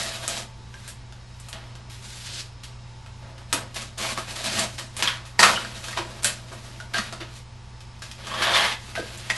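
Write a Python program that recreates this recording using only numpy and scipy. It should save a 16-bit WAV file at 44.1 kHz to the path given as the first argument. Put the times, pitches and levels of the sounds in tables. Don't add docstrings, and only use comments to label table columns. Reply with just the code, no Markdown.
import sys
import numpy as np
from scipy import signal
from scipy.fft import rfft, irfft, next_fast_len
from scipy.io import wavfile
from scipy.ndimage import uniform_filter1d

SR = 44100
rng = np.random.default_rng(int(sys.argv[2]) if len(sys.argv) > 2 else 0)


def nominal_scale(level):
    x = np.asarray(level, float) / 20
    return 10 ** x


def materialize(psi):
    bounded = np.clip(np.atleast_2d(psi).T, -1, 1)
    quanta = np.round(bounded * 32767).astype(np.int16)
    wavfile.write(sys.argv[1], SR, quanta)


N = 413216
TIME = np.arange(N) / SR
STEPS = TIME[::32]


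def on_log(table, hz):
    table_hz, value = np.array(table).T
    return np.interp(np.log(hz), np.log(table_hz), value)


def band(x, hz, width_hz):
    return signal.lfilter(*signal.iirpeak(min(hz, .45 * SR), hz / width_hz, SR), x)


def colour(x, gain):
    size = next_fast_len(N + SR)
    hz = np.arange(1, size // 2 + 2) * SR / size
    return irfft(rfft(x, size) * gain(hz), size)[..., :N]


def unit(x):
    return x / np.sqrt(np.mean(x ** 2))


def walk(rate_hz):
    hold = int(len(STEPS) * SR / N / rate_hz)
    levels = np.repeat(rng.standard_normal(len(STEPS) // hold + 1), hold)
    slewed = uniform_filter1d(uniform_filter1d(levels, hold), hold)
    return unit(slewed[:len(STEPS)])


def smooth(slow):
    return np.interp(TIME, STEPS, slow)


def rub(tears_per_s=5000, scatter_db=3.5, even=1.22, grip_db=1.22, level_db=-2):
    # centre_hz, trim_db
    layers = [(150, -16), (260, -4), (850, -2), (2800, -0.5), (7500, -1), (11500, -3.5)]
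    sizes = nominal_scale(scatter_db * np.minimum(rng.exponential(size=N), 3.))
    tears = (rng.random(N) < tears_per_s / SR) * rng.standard_normal(N) * sizes
    stick_slip = smooth(nominal_scale(grip_db * walk(60)))
    force = (unit(tears) + even * rng.standard_normal(N)) * stick_slip
    out = 0
    for k, (_, trim_db) in enumerate(layers):
        share = [(hz, j == k) for j, (hz, _) in enumerate(layers)]
        part = unit(colour(force, lambda hz: on_log(share, hz) / np.sqrt(hz) * (hz > 120)))
        flicker_db = .9 * walk(25)
        out = out + part * smooth(gestures(k) * nominal_scale(flicker_db + trim_db + level_db))
    return sheet(out)


def gestures(k):
    # time_s, scratch_db, weight_db
    cuts = [
        [(0.0, -32.5, -4), (0.174, -38, -5), (0.216, -42, -2), (0.24, -35, 3), (0.274, -42, -9),
         (0.278, -33.5, -2), (0.406, -37.5, -4), (0.55, -74, -3)],
        [(2.02, -51, -11), (2.048, -44, -5), (2.092, -45.5, -15), (2.274, -41.5, -12.5), (2.282, -47, -1.5),
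         (2.406, -39.5, -13), (2.45, -52.5, -1), (2.56, -71.5, -5)],
        [(3.975, -43, -1), (3.981, -41, -5), (3.993, -33, 0), (4.119, -30.5, 0.5), (4.161, -41.5, -2),
         (4.181, -35.5, 6.5), (4.261, -47.5, -2), (4.27, -47, -5)],
        [(4.271, -43, 3), (4.305, -33.5, -3), (4.347, -44, 0), (4.363, -34, 0), (4.436, -36, -3),
         (4.59, -27, -4.5), (4.64, -29.5, -3), (4.723, -61, 8), (4.76, -49, -5)],
        [(8.18, -47, -3), (8.416, -30, 6), (8.424, -26.5, -3.5), (8.502, -30, 4.5), (8.541, -20, -1),
         (8.645, -23, -3.5), (8.734, -32, -7), (8.82, -62, -13), (8.87, -72, -29)],
    ]
    cut_edges = [-1.5, 0, -1.5, -2.5, -9.5]
    # start_s, scratch_db, fall_20db_s, weight_db, edge_db
    shivers = [(.279, -39, 0.21, -1.5, -2), (0.742, -37, -0.5, 0, -34), (1.53, -44, 0.5, 1, -13),
               (1.9, -44, 0.3, -11.5, -1), (2.636, -39, 0.12, -28, -6), (3.225, -52.5, 0.4, 9.5, -15),
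               (3.531, -30.5, 0.13, 6, -5), (4.442, -31, 0.44, -6, -1.5), (5.025, -20, 0.14, -13, -12),
               (5.076, -25.5, 0.15, -14, -15), (5.395, -19.5, 0.105, 2, 1), (5.429, -14.5, 0.1155, 0, -2.5),
               (5.461, -21, 0.257, -1, -6.5), (5.973, -25.5, 0.11, 1.5, -15),
               (6.249, -19.5, 0.1, -10.5, -4), (6.519, -43.5, 0.05, 12, -4), (6.939, -26, 0.24, -7, -10),
               (5.967, -40, 0.02, 5, -8), (6.225, -39, 0.15, -5, 0), (7.995, -45.5, 0, -3, 0),
               (7.205, -31.5, 0.1, -2.5, -19), (8.021, -43.5, 0.35, -5, -4.5), (8.115, -41.5, 0, -1.5, -11),
               (8.423, -23.5, 0.28, -3, -22), (8.954, -31.5, 0.17, -3, -10), (9.3, -20, 0.03, -1.5, -21)]
    # peak_s, scratch_db, rise_20db_s, fall_20db_s, weight_db
    slides = [(.889, -45, 0.28, 0.07, -5), (1.49, -53, 0.5, -2.5, -18), (1.64, -55, -1.3, -0.26, 13),
              (3.28, -60.5, 1.2, 0.5, -10), (3.393, -59, -0.16, 0.7, -13), (3.487, -55.5, -0.2, 3.7, -3),
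              (3.762, -31.5, 0.01, .1, -1.5), (3.82, -34.5, 0.06, 0.09, -4.5), (4.784, -32, -0.01, 0.1, -2),
              (5.004, -29.5, 0.05, 0.06, 0), (5.968, -57, 0.3, 0.23, 3), (5.77, -38, 0.1, 0.1, -2),
              (5.855, -43, 0.5, 0.3, -14), (5.925, -37.5, 0.23, 0.18, -11), (6.1, -46, 0.93, 0.45, 2.5),
              (6.234, -36, 0, 0.2, -10.5), (6.545, -51.5, 0.7, .45, 0), (6.7, -46.5, 0.5, 0.33, -2.5),
              (7.1, -46.5, 0.48, 0.17, 2.5), (7.361, -42, 0.1, 0.1, -11), (7.81, -48, 0, -0.3, -7.5),
              (8.629, -29.5, 0.1453, 0.12, -2), (9.143, -43, 1.2, 1, -3), (9.37, -37, 0.2, 2, -4)]
    # weight_share, hiss_share, fall_factor, loss_db_per_db above quiet
    follow = [(.7, 0.48, 1, 0.1), (.7, 0.2, 2.1, 0.5), (1, 0, 0.94, 0.12), (0, 0.055, 0.81, 0),
              (0, 1, .95, 0), (0, 0.68, 0.73, 0)]
    blow_rise_s, slide_edge_db, quiet_db = 0.0052, -3, -54.5
    heavy, sharp, linger, squash = follow[k]

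    def gain(db, weight_db, edge_db):
        loss_db = squash * np.maximum(db - quiet_db, 0)
        return nominal_scale(db + heavy * weight_db + sharp * edge_db - loss_db)

    power = 0
    for cut, edge_db in zip(cuts, cut_edges):
        s, db, weight_db = np.array(cut).T
        stroke_db = np.interp(STEPS, s, db, -99, -99)
        power = power + gain(stroke_db, np.interp(STEPS, s, weight_db), edge_db) ** 2
    moves = [(s, db, blow_rise_s, fall_s, weight_db, edge_db) for s, db, fall_s, weight_db, edge_db in shivers]
    moves += [(*row, slide_edge_db) for row in slides]
    for s, db, rise_s, fall_s, weight_db, edge_db in moves:
        before = (s - STEPS) / max(rise_s, .001)
        after = (STEPS - s) / max(fall_s * linger, .001)
        fade = np.minimum(np.maximum(before, after), 10)
        power = power + (gain(db, weight_db, edge_db) * nominal_scale(-20 * fade)) ** 2
    return np.sqrt(power)


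def sheet(x):
    # centre_hz, width_hz, lift_db
    board = [(219.3, 20, 9.5), (417, 64, -2.5), (624, 52, 6.5), (1630, 33, 3), (4140, 1440, 3)]
    # centre_hz, width_hz, lift_db
    flap = [(676, 92, 10), (1600, 120, 10), (4450, 2600, 7.7), (1500, 230, 5.7), (1090, 81, 7.4),
            (217, 56, 12.5), (650, 100, 8.2), (1030, 760, 9.1), (1060, 110, 2.9), (1400, 250, 4.7),
            (1080, 73, 8.4), (673, 77, 9), (850, 160, 10.5), (1700, 260, 7), (1060, 230, 7.2),
            (3260, 390, 7.2), (3900, 270, 5.6), (3270, 150, 5), (1900, 150, 5.6), (5230, 220, 3.4),
            (1900, 47, 5.4), (3200, 120, 6), (3550, 140, 4.7), (2040, 150, 6.4), (3400, 290, 4),
            (2300, 200, 5), (5300, 150, 6), (4000, 350, 4.3), (9900, 390, 13), (5200, 350, 8.9)]
    # start_s, end_s
    flap_spans = [(-.5, .52), (.7, 1), (2.2, 2.5), (3.5, 3.7), (3.74, 4.26), (4.42, 4.76), (4.4, 4.74),
                  (5, 5.55), (5.5, 6.1), (6.9, 7.1), (8.25, 8.55), (8.4, 8.68), (8.55, 8.85), (8.25, 8.8),
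                  (8.4, 8.8), (8.2, 8.8), (-.3, .45), (.1, .45), (-.2, .15), (-.2, .15), (8.33, 8.44),
                  (8.24, 8.36), (8.38, 8.6), (8.54, 8.78), (3.96, 4.14), (4, 4.14), (4.45, 4.53),
                  (4.34, 4.5), (6.22, 6.34), (7.99, 8.07)]
    out = x + sum((nominal_scale(lift_db) - 1) * band(x, hz, width_hz) for hz, width_hz, lift_db in board)
    for (start_s, end_s), (hz, width_hz, lift_db) in zip(flap_spans, flap):
        span = (TIME > start_s) & (TIME < end_s)
        swell = np.sin(np.pi * (TIME[span] - start_s) / (end_s - start_s)) ** .5
        out[span] += (nominal_scale(lift_db) - 1) * swell * band(x[span], hz, width_hz)
    return out


def knocks(tick_db=2, rattle_db=-12):
    # start_s, peak_db, edge_db, rattle_s
    creases = [(0.279, -6, 2, 0.004), (0.878, -22, -1.5, 0.052), (1.399, -29.5, 3.5, 0.012),
               (1.4855, -23, -3, 0.042), (3.5278, 1, -6, 0.019), (3.744, -17.5, -7, 0.018),
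               (3.9809, -19.5, 2, 0.018), (4.36, -19, -16, 0.048), (4.4426, -14.5, -4, 0.0099),
               (4.5936, -5, -1, 0.011), (4.9669, -14.5, -3.5, 0.029), (5.7463, -25, -31, 0.082),
               (5.842, -14.5, -21.5, 0.016), (5.884, -13, -19, 0.017), (6.245, -3, 4.5, 0.017),
               (6.527, -26.5, -8, 0.049), (9.175, -32, 9, .02), (6.2328, -15, 3, 0.011),
               (.03, -21, 4, 0.022), (4.6, -14, -7, .015)]
    # start_s, peak_db, body_db, rattle_s
    taps = [(.7416, -29, -12, 0.0081), (1.1242, -29, -13.5, 0.009), (1.5292, -10, -44, 0.0092),
            (1.7537, -23, -22, 0.012), (2.6359, -22.5, -32, .013), (3.062, -40.5, -2.5, 0.024),
            (3.3806, -30, -16, .02), (4.176, -20, -8, 0.015), (4.781, -19, -21.5, 0.079),
            (5.0247, 0.5, -21, 0.017), (5.0745, -9.5, -16.5, 0.014), (5.254, -23.5, -26, 0.08),
            (5.3924, -2.5, -14.5, 0.02), (5.4296, 3, -12, 0.01), (5.648, -23, -9.5, 0.016),
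            (5.929, -20, -13, 0.0092), (5.9744, -19, -10.5, 0.024), (6.801, -25.5, -14.5, 0.039),
            (6.9378, -19, -15.5, 0.034), (6.981, -17.5, -14, 0.054), (7.1258, -20, -12.5, 0.031),
            (7.207, -27, -14, .016), (8.0208, -16, -32.5, 0.034), (8.114, -12.5, -38, 0.011),
            (8.2702, -17, -22, 0.037), (8.3427, -30.5, -2, 0.034), (8.4219, -19.5, -2, .041),
            (8.539, -22, -11, 0.06), (8.9533, -23.5, -9.5, 0.01), (9.3012, -7, -27, 0.024),
            (7.806, -26, -27, 0.035), (8.04, -23, -25, 0.013), (4.0492, -18, -15, .015),
            (4.107, -23, -16, .015), (4.5, -17, -25, .015), (4.523, -22, -25, .015),
            (4.638, -17, -20, 0.016), (.331, -25, -30, .01)]
    crease_body_db, tap_edge_db = -24, -46
    rows = [(s, db, crease_body_db, edge_db, rattle_s) for s, db, edge_db, rattle_s in creases]
    rows += [(s, db, body_db, tap_edge_db, rattle_s) for s, db, body_db, rattle_s in taps]
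    out, t = np.zeros(N + SR), np.arange(SR // 8) / SR
    for s, db, body_db, edge_db, rattle_s in rows:
        blow = nominal_scale(rattle_db - 20 * t / max(rattle_s, .003)) * rng.standard_normal(len(t))
        blow[:5] += nominal_scale(tick_db) * np.array([0.8, -0.63, 0.05, -0.88, -1.07])
        sound = band(blow, 3280, 3200)
        sound += nominal_scale(body_db + 23.0) * band(blow, 1200, 1100)
        sound += nominal_scale(edge_db + 5) * band(blow, 8000, 3200)
        at = int(s * SR)
        out[at:at + len(t)] += nominal_scale(db) * sound
    return out[:N]


def rings(table, trim_db, spread=0.053, rough=0.36):
    out, t = np.zeros(N + SR), np.arange(SR // 4) / SR
    for s, db, hz, t60_s in table:
        pair = np.sin(2 * np.pi * hz * t) + .7 * np.sin(2 * np.pi * hz * (1 + spread) * t)
        chatter = 1 + rough * unit(band(rng.standard_normal(len(t)), hz / 12, hz / 6))
        onset = np.minimum(t * hz / 2, 1)
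        decay = nominal_scale(db + trim_db - 60 * t / max(t60_s, .01))
        at = int(s * SR)
        out[at:at + len(t)] += decay * pair * chatter * onset
    return out[:N]


def room(x):
    # band_hz, t60_s
    decay_times = [(200, 0.087), (1000, 0.34), (4000, 0.2), (11000, 0.17)]
    bands_hz = 170 * 2 ** (np.arange(10) / 1.5)
    t = np.arange(int(.6 * SR)) / SR
    noise = rng.standard_normal((2, len(t))) * np.clip((t - .002) / 0.0012, 0, 1)
    tail = sum(band(noise, hz, hz / 2) * nominal_scale(-60 * t / on_log(decay_times, hz)) for hz in bands_hz)
    return signal.fftconvolve(x[None], tail / np.sqrt(np.sum(tail[0] ** 2)), axes=1)[:, :N]


def air():
    # freq_hz, density_db
    hiss_curve = [(150, -47), (250, -5), (800, -7), (5170, -12.5), (10500, -27.5), (11400, -60),
                  (15600, -80), (22000, -120)]
    # freq_hz, density_db
    duct_curve = [(10, -99), (20, -84), (45, -70.5), (110, -69.5), (125, -70.5), (200, -76.5), (260, -87),
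                  (330, -110)]
    # pitch_hz, level_db
    hum_lines = [(18.8, -53), (28.5, -74), (51, -56.5), (60, -50), (93, -56), (120, -43), (180, -85),
                 (223, -67.5)]
    # pitch_hz, level_db
    whine_lines = [(893.6, -56), (1163, -69), (3596, -79), (3833, -70), (5216, -67.5), (6745, -68)]
    hiss_db = -47.5
    hiss = colour(rng.standard_normal((2, N)), lambda hz: nominal_scale(on_log(hiss_curve, hz)))
    hiss = hiss + nominal_scale(0.5) * band(hiss, 914, 130)
    noise = hiss * nominal_scale(hiss_db - 3) / np.std(hiss) * smooth(nominal_scale(0.3 * walk(12.0)))
    noise += colour(rng.standard_normal((2, N)), lambda hz: nominal_scale(on_log(duct_curve, hz)) * np.sqrt(SR / 2))
    mid_side = np.array([[1], [-.5]])
    for lines, sway_db, drift_rad in ((hum_lines, .6, .15), (whine_lines, 1.5, 6.)):
        for hz, db in lines:
            sway = smooth(np.sqrt(2) * nominal_scale(db + sway_db * walk(5.4)))
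            phase = smooth(drift_rad * walk(3.1)) + 6 * rng.random()
            noise += mid_side * sway * np.sin(2 * np.pi * hz * TIME + phase)
    return noise


def scene():
    # start_s, peak_db, pitch_hz, t60_s
    ring_hits = [(4.175, -14.5, 1090, 0.029), (5.024, -22, 1210, 0.035), (5.075, -1, 3200, 0.022),
                 (5.392, 3.5, 1845, 0.032), (5.43, 2.5, 1820, 0.025), (5.559, -12, 2916, 0.054),
                 (5.974, -13.5, 1007, 0.043), (5.988, -9.5, 973, 0.03), (6.247, -11, 1500, 0.05),
                 (6.802, -25.5, 1450, 0.074), (6.943, -11.5, 1586, 0.1), (6.984, -13.5, 1815, .045),
                 (8.02, -30, 1600, 0.086), (8.953, -18, 2010, 0.045), (8.962, -20, 1530, 0.2),
                 (9.301, -7.5, 1914, 0.075), (9.303, -16, 2130, .08), (.742, -30, 1600, .05),
                 (4.049, -24, 1200, .03), (4.106, -19, 1090, 0.027), (4.186, -18, 1260, 0.021),
                 (6.944, -18, 4430, .05), (6.968, -19, 3000, .04), (6.983, -16.5, 4400, .05),
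                 (6.982, -19, 6250, .03), (6.985, -14.5, 1194, 0.063), (7.95, -41, 2500, .03),
                 (8.271, -24, 1120, .04), (8.315, -16, 1060, .05), (8.337, -15.5, 1080, 0.046),
                 (8.34, -22, 3400, .04), (8.405, -14, 1100, 0.043), (8.421, -15, 1590, .04),
                 (8.539, -13, 3560, 0.089), (8.595, -12, 3070, 0.06), (8.718, -16, 2020, 0.063),
                 (8.72, -18, 3470, 0.054)]
    # start_s, peak_db, pitch_hz, t60_s
    clatter_hits = [(5.392, 0, 4670, .02), (5.395, -4, 947, 0.036), (5.4, -5, 4380, 0.026),
                    (5.406, -5.5, 1900, .03), (5.431, -2.5, 1426, 0.018), (5.433, 1, 2690, 0.026),
                    (5.438, 0, 2510, 0.032), (5.444, 1, 1340, 0.018), (5.452, -4.5, 1500, 0.019),
                    (5.453, -9, 2700, 0.047), (5.465, -4.5, 1296, 0.025), (5.472, -6.5, 1540, .03),
                    (5.485, -8, 1400, .04), (5.5, -16, 1187, 0.034), (5.52, -16.5, 900, 0.035),
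                    (5.566, -14, 2965, .04), (5.575, -13, 1400, 0.044), (5.648, -21, 1614, 0.036),
                    (5.755, -27, 3670, .03), (5.842, -28, 4100, .04), (5.884, -21.5, 1600, 0.027),
                    (5.93, -19, 1920, .03)]
    # start_s, peak_db, pitch_hz, t60_s
    thump_hits = [(3.54, -19, 280, .07), (4.119, -22.5, 226, 0.092), (4.54, -32, 95, 0.4),
                  (4.599, -22, 680, 0.077), (5.49, -28, 216.6, 0.59), (5.987, -25.5, 341, 0.2),
                  (6.255, -23, 588, 0.17), (6.946, -27, 693, 0.24), (6.985, -24, 220, 0.21),
                  (7.127, -27, 650, 0.043), (7.211, -30, 327, 0.12), (8.976, -16.5, 650, 0.061),
                  (8.991, -21, 456, 0.19), (8.995, -25.5, 305, 0.093)]
    # freq_hz, side_gain_db
    side_share = [(25, -17), (120, -25.5), (300, -7), (900, -6.5), (1300, -9), (2300, -7.5), (2700, -37)]
    scratch = rub()
    blows = knocks()
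    tones = rings(ring_hits + clatter_hits, -6.0) + rings(thump_hits, -4.5)
    send = nominal_scale(-12.5) * scratch + nominal_scale(-4.5) * blows + nominal_scale(-9.5) * tones
    mid, side = room(send) * nominal_scale([[0], [-2]]) + air()
    mid = mid + scratch + blows + tones
    side = colour(side, lambda hz: nominal_scale(on_log(side_share, hz)))
    return np.array([mid + side, mid - side])


def thrift(x, side_db=-11, side_floor_db=-97, top_db=-19, top_floor_db=-101):
    hz, _, (mid, side) = signal.stft(np.array([x[0] + x[1], x[0] - x[1]]) / 2, SR, nperseg=2048)

    def patch(z, size):
        means = uniform_filter1d(abs(z), size, axis=0)[size // 2::size]
        return np.repeat(means, size, axis=0)[:len(hz) - 1]

    scratch = np.mean(abs(mid[(hz > 3000) & (hz < 9000)]), axis=0)
    body = np.mean(abs(mid[(hz > 500) & (hz < 4000)]), axis=0)
    side[:-1] *= patch(side, 4) > nominal_scale(side_floor_db) + nominal_scale(side_db) * body
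    audible = patch(mid, 8) > nominal_scale(top_floor_db) + nominal_scale(top_db) * scratch
    mid[:-1] *= audible | (hz[:-1, None] < 7000)
    mid, side = signal.istft(np.array([mid, side]), SR, nperseg=2048)[1][:, :N]
    return np.array([mid + side, mid - side])


def low_pass(x):
    return signal.sosfilt(signal.butter(12, 13200, fs=SR, output="sos"), x)


def record(dry):
    notch_lag_samples, return_lag_samples, top_hz = 294.15, 294.85, 11620

    def echo(hz, lag_samples):
        return np.exp(-2j * np.pi * hz * lag_samples / SR)

    def comb(hz):
        cancel = 1 - (.9 - hz / 22000) * echo(hz, notch_lag_samples)
        return .9 * cancel / (1 - .47 * echo(hz, return_lag_samples))

    overloaded = np.tanh(0.75 * colour(dry, comb)) / 0.9
    dull = signal.sosfilt(signal.ellip(8, .3, 60, top_hz, fs=SR, output="sos"), overloaded)
    mix = np.clip(thrift(dull), -1, 1)
    return low_pass(mix)


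dry = scene()
out = record(dry)
materialize(out)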